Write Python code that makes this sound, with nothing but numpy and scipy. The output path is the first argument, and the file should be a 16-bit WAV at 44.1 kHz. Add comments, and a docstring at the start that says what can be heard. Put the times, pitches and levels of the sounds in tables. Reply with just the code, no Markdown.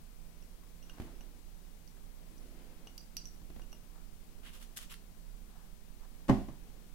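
"""A quiet room, where bobbin lace is worked on a pillow. Wooden bobbins tick against each other,
hands pat and brush the cloth, and a thread squeaks faintly as it is drawn tight. A pin crunches in
and out of the pincushion, then the pillow's stand takes one loud, hollow knock. Underneath sit
a far fan, soft hiss and the low rumble of the trembling camera mount."""
import sys
import numpy as np
from scipy import signal
from scipy.fft import rfft, irfft, next_fast_len
from scipy.io import wavfile
from scipy.ndimage import map_coordinates

SR = 44100
rng = np.random.default_rng(int(sys.argv[2]) if len(sys.argv) > 2 else 0)


def put_to_file(sound):
    """Save the sound as 16-bit audio at rate SR, in the file named by the first command-line argument."""
    columns = np.atleast_2d(sound).T  # one column per channel
    safe = np.clip(columns, -1, 1)
    whole_steps = np.round(safe * 32767)
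    wavfile.write(sys.argv[1], SR, whole_steps.astype(np.int16))


N = 306054

# Bobbin ticks: start_s, bobbin, level_db, neighbour, neighbour_db, pitch_ratio, snap_hz
BOBBIN_TICKS = [(0.425, "heavy", -61, "slim", -67, .975, 5700),
                (0.827, "heavy", -54, "slim", -62, 1.003, 11400),
                (0.8967, "heavy", -43.5, "slim", -62, 1.004, 1520),
                (1.2084, "heavy", -54, "slim", -65, 1.015, 5970),
                (1.8756, "pale", -57, "slim", -66, 1.008, 2700),
                (2.38, "slim", -65, "pale", -63, 1.025, 6000),
                (2.872, "heavy", -45.5, "slim", -61, 1.017, 2890),
                (2.9787, "pale", -41, "slim", -54.5, 1.008, 15000),
                (3.1678, "pale", -31.5, "slim", -39, 1.0, 12900),
                (3.2552, "slim", -49, "pale", -60, .995, 5750),
                (3.2713, "slim", -53, "pale", -59, 1.0, 11660),
                (3.619, "heavy", -50, "slim", -67, 1.003, 1480),
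                (3.7204, "slim", -62, "heavy", -66, .995, 5700),
                (3.7284, "heavy", -46, "slim", -59, .995, 11300)]
# Bending modes of the three kinds of bobbin: pitch_hz, gain_db, t60_s, pan_left_db
HEAVY_MODES = [(2830, -5.5, 0.068, 0), (3080, -12, 0.021, -5), (5820, -15, 0.021, -1)]
PALE_MODES = [(4792, -3.5, 0.028, -10), (4100, -12, 0.011, 2), (7000, -23, 0.026, -23),
              (9600, -20, .025, 0)]
SLIM_MODES = [(5785, -9, 0.12, -26.5), (5693, -10.5, 0.092, 24), (5980, -7, 0.046, 11)]
# Attack of each kind, relative to the tick's level: snap_db, crack_db
BOBBIN_ATTACK = {"heavy": (-10, -7), "pale": (-10, -3.5), "slim": (-1.5, -0.8)}
# Bright crack of hard wood on wood: freq_hz, gain_db
CRACK_EQ = [(500, -13), (2000, 3.5), (4500, 10.5), (10000, 4.5), (15500, 4)]

def bobbins():
    """Each touch rings two bobbins and stirs the rest; the contact adds a crack and a pitched snap."""
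    out, t = np.zeros((2, N)), np.arange(SR // 2) / SR
    kinds = {"heavy": HEAVY_MODES, "pale": PALE_MODES, "slim": SLIM_MODES}
    jostle_db = -18.5
    for start, bobbin, db, neighbour, neighbour_db, pitch, snap_hz in BOBBIN_TICKS:
        levels = {bobbin: db, neighbour: neighbour_db}
        wood = sum(amp(levels.get(kind, db + jostle_db)) * ring(modes, pitch * t, scatter_db=1.5)
                   for kind, modes in kinds.items())
        damping = np.clip((-40 - db) / 15, 0, 1)  # lightly touched bobbins stay on the cloth
        wood *= amp(damping * (4 - 60 * t / 0.054))
        snap_db, crack_db = BOBBIN_ATTACK[bobbin]
        snap = amp(db + snap_db - 60 * t / 0.026) * np.sin(2 * np.pi * snap_hz * t)
        crack = amp(db + crack_db - 60 * t / 0.0097) * noise(CRACK_EQ, len(t))
        attack = 1 - np.exp(-t / 0.00034)
        add(out, start, room((wood + snap) * attack + crack, wet_db=-8.5))
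    return out

# The cluster of blows that makes the knock: start_s, ring_gain_db, thud_db, rasp_db
STAND_BLOWS = [(6.2822, -50, -48, -46.5), (6.2894, -29, -29, -42.5), (6.2947, -21.5, -20.5, -37.5),
               (6.3094, -27.5, -32.5, -61), (6.484, -59, -42.5, -58.5)]
# Hollow body of the stand: pitch_hz, gain_db, t60_s, pan_left_db
STAND_MODES = [(39.7, -14.5, 0.76, -22), (61.6, -13.5, 0.44, -6), (134.7, -4, 0.14, -20),
               (213, -6.5, 0.22, -6), (262.5, 5, 0.22, -5.5), (326, -13.5, 0.3, 14.5),
               (382.7, -7.5, 0.29, 3), (528, 0.5, 0.087, 0), (710, -15, 0.32, -15), (790, -19, 0.35, 16),
               (1050, -4, 0.098, 11), (1115, -11, 0.072, -1), (2030, -18, 0.051, 8), (2950, -17, 0.037, 1)]
# Dull thud of a blow and rasp of its contact: freq_hz, gain_db
THUD_EQ = [(25, -23), (70, -5), (150, 5.5), (290, 3), (450, -22), (540, -6.5), (1050, -13), (1350, -23.5),
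           (2050, -21), (2500, -55), (6000, -64), (15000, -70)]
RASP_EQ = [(300, -23), (1500, 0.5), (3100, 0), (4300, -4), (6500, -8.5), (15000, -21)]

def stand():
    """Padded blows ring the stand's low modes under a dull thud and a short rasp."""
    out, t = np.zeros((2, N)), np.arange(SR * 2 // 3) / SR
    attack = 1 - np.exp(-t / 0.001)
    for start, ring_gain_db, thud_db, rasp_db in STAND_BLOWS:
        body = amp(ring_gain_db - 3) * ring(STAND_MODES, t, scatter_db=0.5)
        thud = amp(thud_db) * burst(THUD_EQ, t, t60=0.061, tail_db=-7, tail_t60=0.37)
        rasp = amp(rasp_db) * burst(RASP_EQ, t, t60=0.034, tail_db=-13, tail_t60=0.5)
        add(out, start, (body + thud + rasp) * attack)
    return room(out, wet_db=-16)

# Hands and bobbins landing on the pillow: start_s, pat_db, clack_db
LANDINGS = [(.634, -63, -59.5), (0.983, -56, -51), (1.0, -35, -57), (1.019, -38.5, -68),
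            (1.209, -51, -55.5), (1.969, -66, -58), (2.869, -62, -57), (3.416, -51, -60),
            (3.502, -45.5, -59), (3.562, -43, -52.5), (3.595, -59, -50.5), (3.728, -57, -55)]
# Pat of the padding and clack of cloth-damped wood: freq_hz, gain_db
PAT_EQ = [(30, -18), (60, 12), (92, 9), (125, 2), (200, 0.5), (360, -1), (470, -20.5), (680, -11),
          (1100, -30), (1700, -22.5), (2500, -23), (8000, -38)]
CLACK_EQ = [(200, -16), (650, 1), (1300, -2), (2000, -9), (3200, -15), (12000, -26)]

def pillow():
    """The stuffing does not ring: each landing is a round pat and a dry clack."""
    out, t = np.zeros((2, N)), np.arange(SR // 2) / SR
    attack = 1 - np.exp(-t / 0.00023)
    for start, pat_db, clack_db in LANDINGS:
        pat = amp(pat_db) * burst(PAT_EQ, t, t60=0.025, tail_db=-9, tail_t60=0.36)
        clack = amp(clack_db) * burst(CLACK_EQ, t, t60=0.023, tail_db=-19, tail_t60=0.38)
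        add(out, start, (pat + clack) * attack)
    return out

# Pin strokes through the cushion: start_s, length_s, level_db, treble_db
PIN_STROKES = [(4.426, 0.089, -55, -4.5), (4.518, 0.069, -56.5, 2), (4.597, 0.058, -55.5, 4),
               (4.76, 0.028, -43, 8), (4.796, .06, -52.5, 3), (4.891, 0.06, -51, 1.5)]
# Fibres giving way: start_s, peak_db
FIBRE_SNAPS = [(4.7715, -32), (4.773, -35), (4.789, -36), (4.918, -36), (4.9416, -37)]
# Crunch of the filling: freq_hz, gain_db
CRUNCH_EQ = [(400, -24), (800, -14.5), (1150, -3.5), (1800, -2.5), (2300, -5.5), (3000, 2), (4400, -9),
             (6200, -11), (9000, -8), (12000, -9.5), (15500, -15.5)]

def pin():
    """The pin grinds through the filling in grainy strokes; single fibres snap."""
    out = np.zeros((2, N))
    for start, length, db, treble_db in PIN_STROKES:
        n = int(length * SR)
        catches = rng.standard_normal((2, n)) * amp(2.6 * wobble(2500)[:n] + 1.9 * wobble(215)[:n])
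        shelf = [(3200, 0), (5500, treble_db)]
        scrape = filtered(spread(catches), lambda hz: amp(along(CRUNCH_EQ, hz) + along(shelf, hz)))
        add(out, start, amp(db) * unit(scrape) * arch(n))
    t = np.arange(SR // 50) / SR
    for start, peak_db in FIBRE_SNAPS:
        snap = amp(-60 * t / 0.0091) * noise(CRUNCH_EQ, len(t))
        add(out, start, amp(peak_db) * snap / np.abs(snap).max())
    return room(out, wet_db=-8)

# Hands and bobbins dragged over the cloth: peak_s, length_s, level_db
CLOTH_SLIDES = [(0.355, 0.49, -69.5), (1.07, 0.53, -59.5), (2.613, 0.83, -59.5), (3.603, 0.55, -68),
                (4.4, 1.3, -69.5), (6.205, 0.27, -66.5), (6.682, 0.65, -64.5)]
# Skin brushing past: start_s, length_s, level_db
SKIN_SWISHES = [(0.836, 0.33, -67), (3.922, 0.12, -66.5), (5.459, 0.25, -68.5), (5.996, 0.087, -67)]
# Dark rub of cloth and lighter brush of skin: freq_hz, gain_db
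CLOTH_EQ = [(80, -23), (250, 13.5), (500, 5), (1000, -5), (2000, -6), (5000, -14), (15000, -45)]
SKIN_EQ = [(300, -16), (700, 5), (1050, 6), (1600, 2.5), (2400, -12), (5000, -11), (15000, -24)]

def hands():
    """Skin and bobbins rub unevenly on the cloth; each slide swells to its fastest moment and fades."""
    t = np.arange(N) / SR
    resting_db, edge_fade_db = -75.5, 10.5
    slides = [amp(db - edge_fade_db * np.abs(t - peak) / (length / 2))
              for peak, length, db in CLOTH_SLIDES]
    motion = np.sqrt(amp(resting_db) ** 2 + np.sum(np.square(slides), axis=0))
    rub = motion * amp(0.93 * wobble(25)) * noise(CLOTH_EQ, N)
    for start, length, db in SKIN_SWISHES:
        n = int(length * SR)
        add(rub, start, amp(db + 2.8 * wobble(84)[:n]) * noise(SKIN_EQ, n) * arch(n))
    return rub

# Pulls on the thread: start_s, length_s, level_db
THREAD_PULLS = [(2.29, 0.28, -79), (2.612, 0.055, -77)]

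def thread():
    """A drawn thread squeaks, higher as it tightens."""
    out = np.zeros((2, N))
    slack_hz, taut_hz = 9700, 11050
    for start, length, db in THREAD_PULLS:
        n = int(length * SR)
        hz = np.linspace(slack_hz, taut_hz, n) + 110 * wobble(600)[:n]
        add(out, start, amp(db + 3 * wobble(60)[:n]) * tone(hz) * arch(n))
    return out

# Bed of room air and microphone hiss: freq_hz, left_db_per_hz, right_db_per_hz
HISS_BED = [(19.4, -77, -65), (59.5, -81, -78), (125, -87.5, -86.5), (181, -88.5, -80.5), (277, -91.5, -97),
            (423, -94.5, -99.7), (830, -98, -104.9), (1590, -102.4, -112.0), (3940, -104.0, -113.9),
            (9350, -104.8, -115.4), (15300, -105.4, -115.7)]

def hiss():
    """Air and microphone make steady noise, its treble stronger on the left."""
    freqs, left_db, right_db = np.transpose(HISS_BED)
    colour = lambda hz: amp([along(np.c_[freqs, db], hz) for db in (left_db, right_db)])
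    return np.sqrt(SR / 2) * filtered(rng.standard_normal((2, N)), colour)

# Hum of the fan: pitch_hz, level_db, pan_left_db
FAN_TONES = [(164.3, -79.5, 9), (169.8, -74.5, -11), (224.3, -74, -2.5)]

def fan():
    """A distant fan hums on three wavering tones."""
    return sum(pan(side) * amp(db + 2.2 * wobble(2.78)) * tone(hz + 1.5 * wobble(3.7))
               for hz, db, side in FAN_TONES)

def mount_rumble():
    """The camera mount trembles all the time: a deep, wandering tone on the right."""
    swell = amp(-63 + 2.5 * wobble(6))
    return pan(-27) * swell * tone(hz=31.3 + 1.53 * wobble(5.1))

# Reverb time of the room: freq_hz, t60_s
ROOM_DECAY = [(100, 0.71), (300, 0.11), (1000, 0.12), (5500, 0.34), (14000, 0.066)]

def room(x, wet_db):
    """The sound plus the walls' answer, each frequency dying at its own speed."""
    hz, t, bands = signal.stft(spread(rng.standard_normal((2, SR // 2))), SR, nperseg=256)
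    decay = amp(-60 * t / along(ROOM_DECAY, hz)[:, None])
    tail = signal.istft(bands * decay, SR, nperseg=256)[1]
    tail = np.pad(tail / np.linalg.norm(tail[0]), ((0, 0), (SR // 200, 0)))  # 5 ms pre-delay
    return x + amp(wet_db) * signal.fftconvolve(x, tail, axes=1)[:, :x.shape[-1]]

# Stereo image: freq_hz, left_right_correlation
STEREO_IMAGE = [(100, 0), (280, 0.89), (700, 0.92), (1500, 0.018), (3000, 0.025)]

def spread(pair):
    """Two unrelated signals become a stereo field, narrow in the low mids and wide elsewhere."""
    angle = lambda hz: np.arccos(np.clip(along(STEREO_IMAGE, hz), -1, 1)) / 2
    mid, side = filtered(pair, lambda hz: np.array([np.cos(angle(hz)), np.sin(angle(hz))]))
    return np.array([mid + side, mid - side])

def noise(eq, size):
    """Coloured stereo noise of rms 1."""
    return unit(filtered(spread(rng.standard_normal((2, size))), lambda hz: amp(along(eq, hz))))

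def burst(eq, t, t60, tail_db, tail_t60):
    """Noise that dies fast, then lingers."""
    return noise(eq, len(t)) * (amp(-60 * t / t60) + amp(tail_db - 60 * t / tail_t60))

def ring(modes, t, scatter_db):
    """Damped modes, each at a slightly new strength."""
    return sum(pan(side) * amp(db + scatter_db * rng.normal() - 60 * t / t60)
               * np.sin(2 * np.pi * hz * t) for hz, db, t60, side in modes)

def tone(hz):
    """A sine of rms 1 that follows a pitch curve."""
    return np.sqrt(2) * np.sin(2 * np.pi * np.cumsum(hz) / SR)

def wobble(rate):
    """A smooth random curve, rate knots a second."""
    return map_coordinates(rng.standard_normal(int(N * rate / SR) + 4), [np.arange(N) * rate / SR])

def arch(n):
    """A half-sine fade in and out."""
    return np.sin(np.linspace(0, np.pi, n))

def filtered(x, response):
    """Shape x with a gain that depends on frequency."""
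    n = x.shape[-1]
    padded = next_fast_len(n + SR // 4)
    return irfft(rfft(x, padded) * response(np.fft.rfftfreq(padded, 1 / SR)), padded)[..., :n]

def along(points, hz):
    """Read (freq_hz, value) points on a log axis."""
    freqs, values = np.transpose(points)
    return np.interp(np.log(hz + 1), np.log(freqs + 1), values)

def amp(db):
    """Decibels to gain."""
    return 10 ** (np.asarray(db) / 20)

def unit(x):
    """Scale to rms 1."""
    return x / np.sqrt(np.mean(x ** 2) + 1e-20)

def pan(left_db):
    """Stereo gains that put the left left_db above the right."""
    return amp([[left_db / 2], [-left_db / 2]])

def add(track, start_s, sound):
    """Mix a sound into the track."""
    part = track[:, round(start_s * SR):][:, :sound.shape[-1]]
    part += sound[..., :part.shape[-1]]

def scene():
    """Everything heard at the lace pillow."""
    return bobbins() + stand() + pillow() + pin() + hands() + thread() + hiss() + fan() + mount_rumble()

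def record(dry):
    """The camera keeps nothing above its band limit."""
    return filtered(dry, lambda hz: hz < 15850)

dry = scene()
out = record(dry)
put_to_file(out)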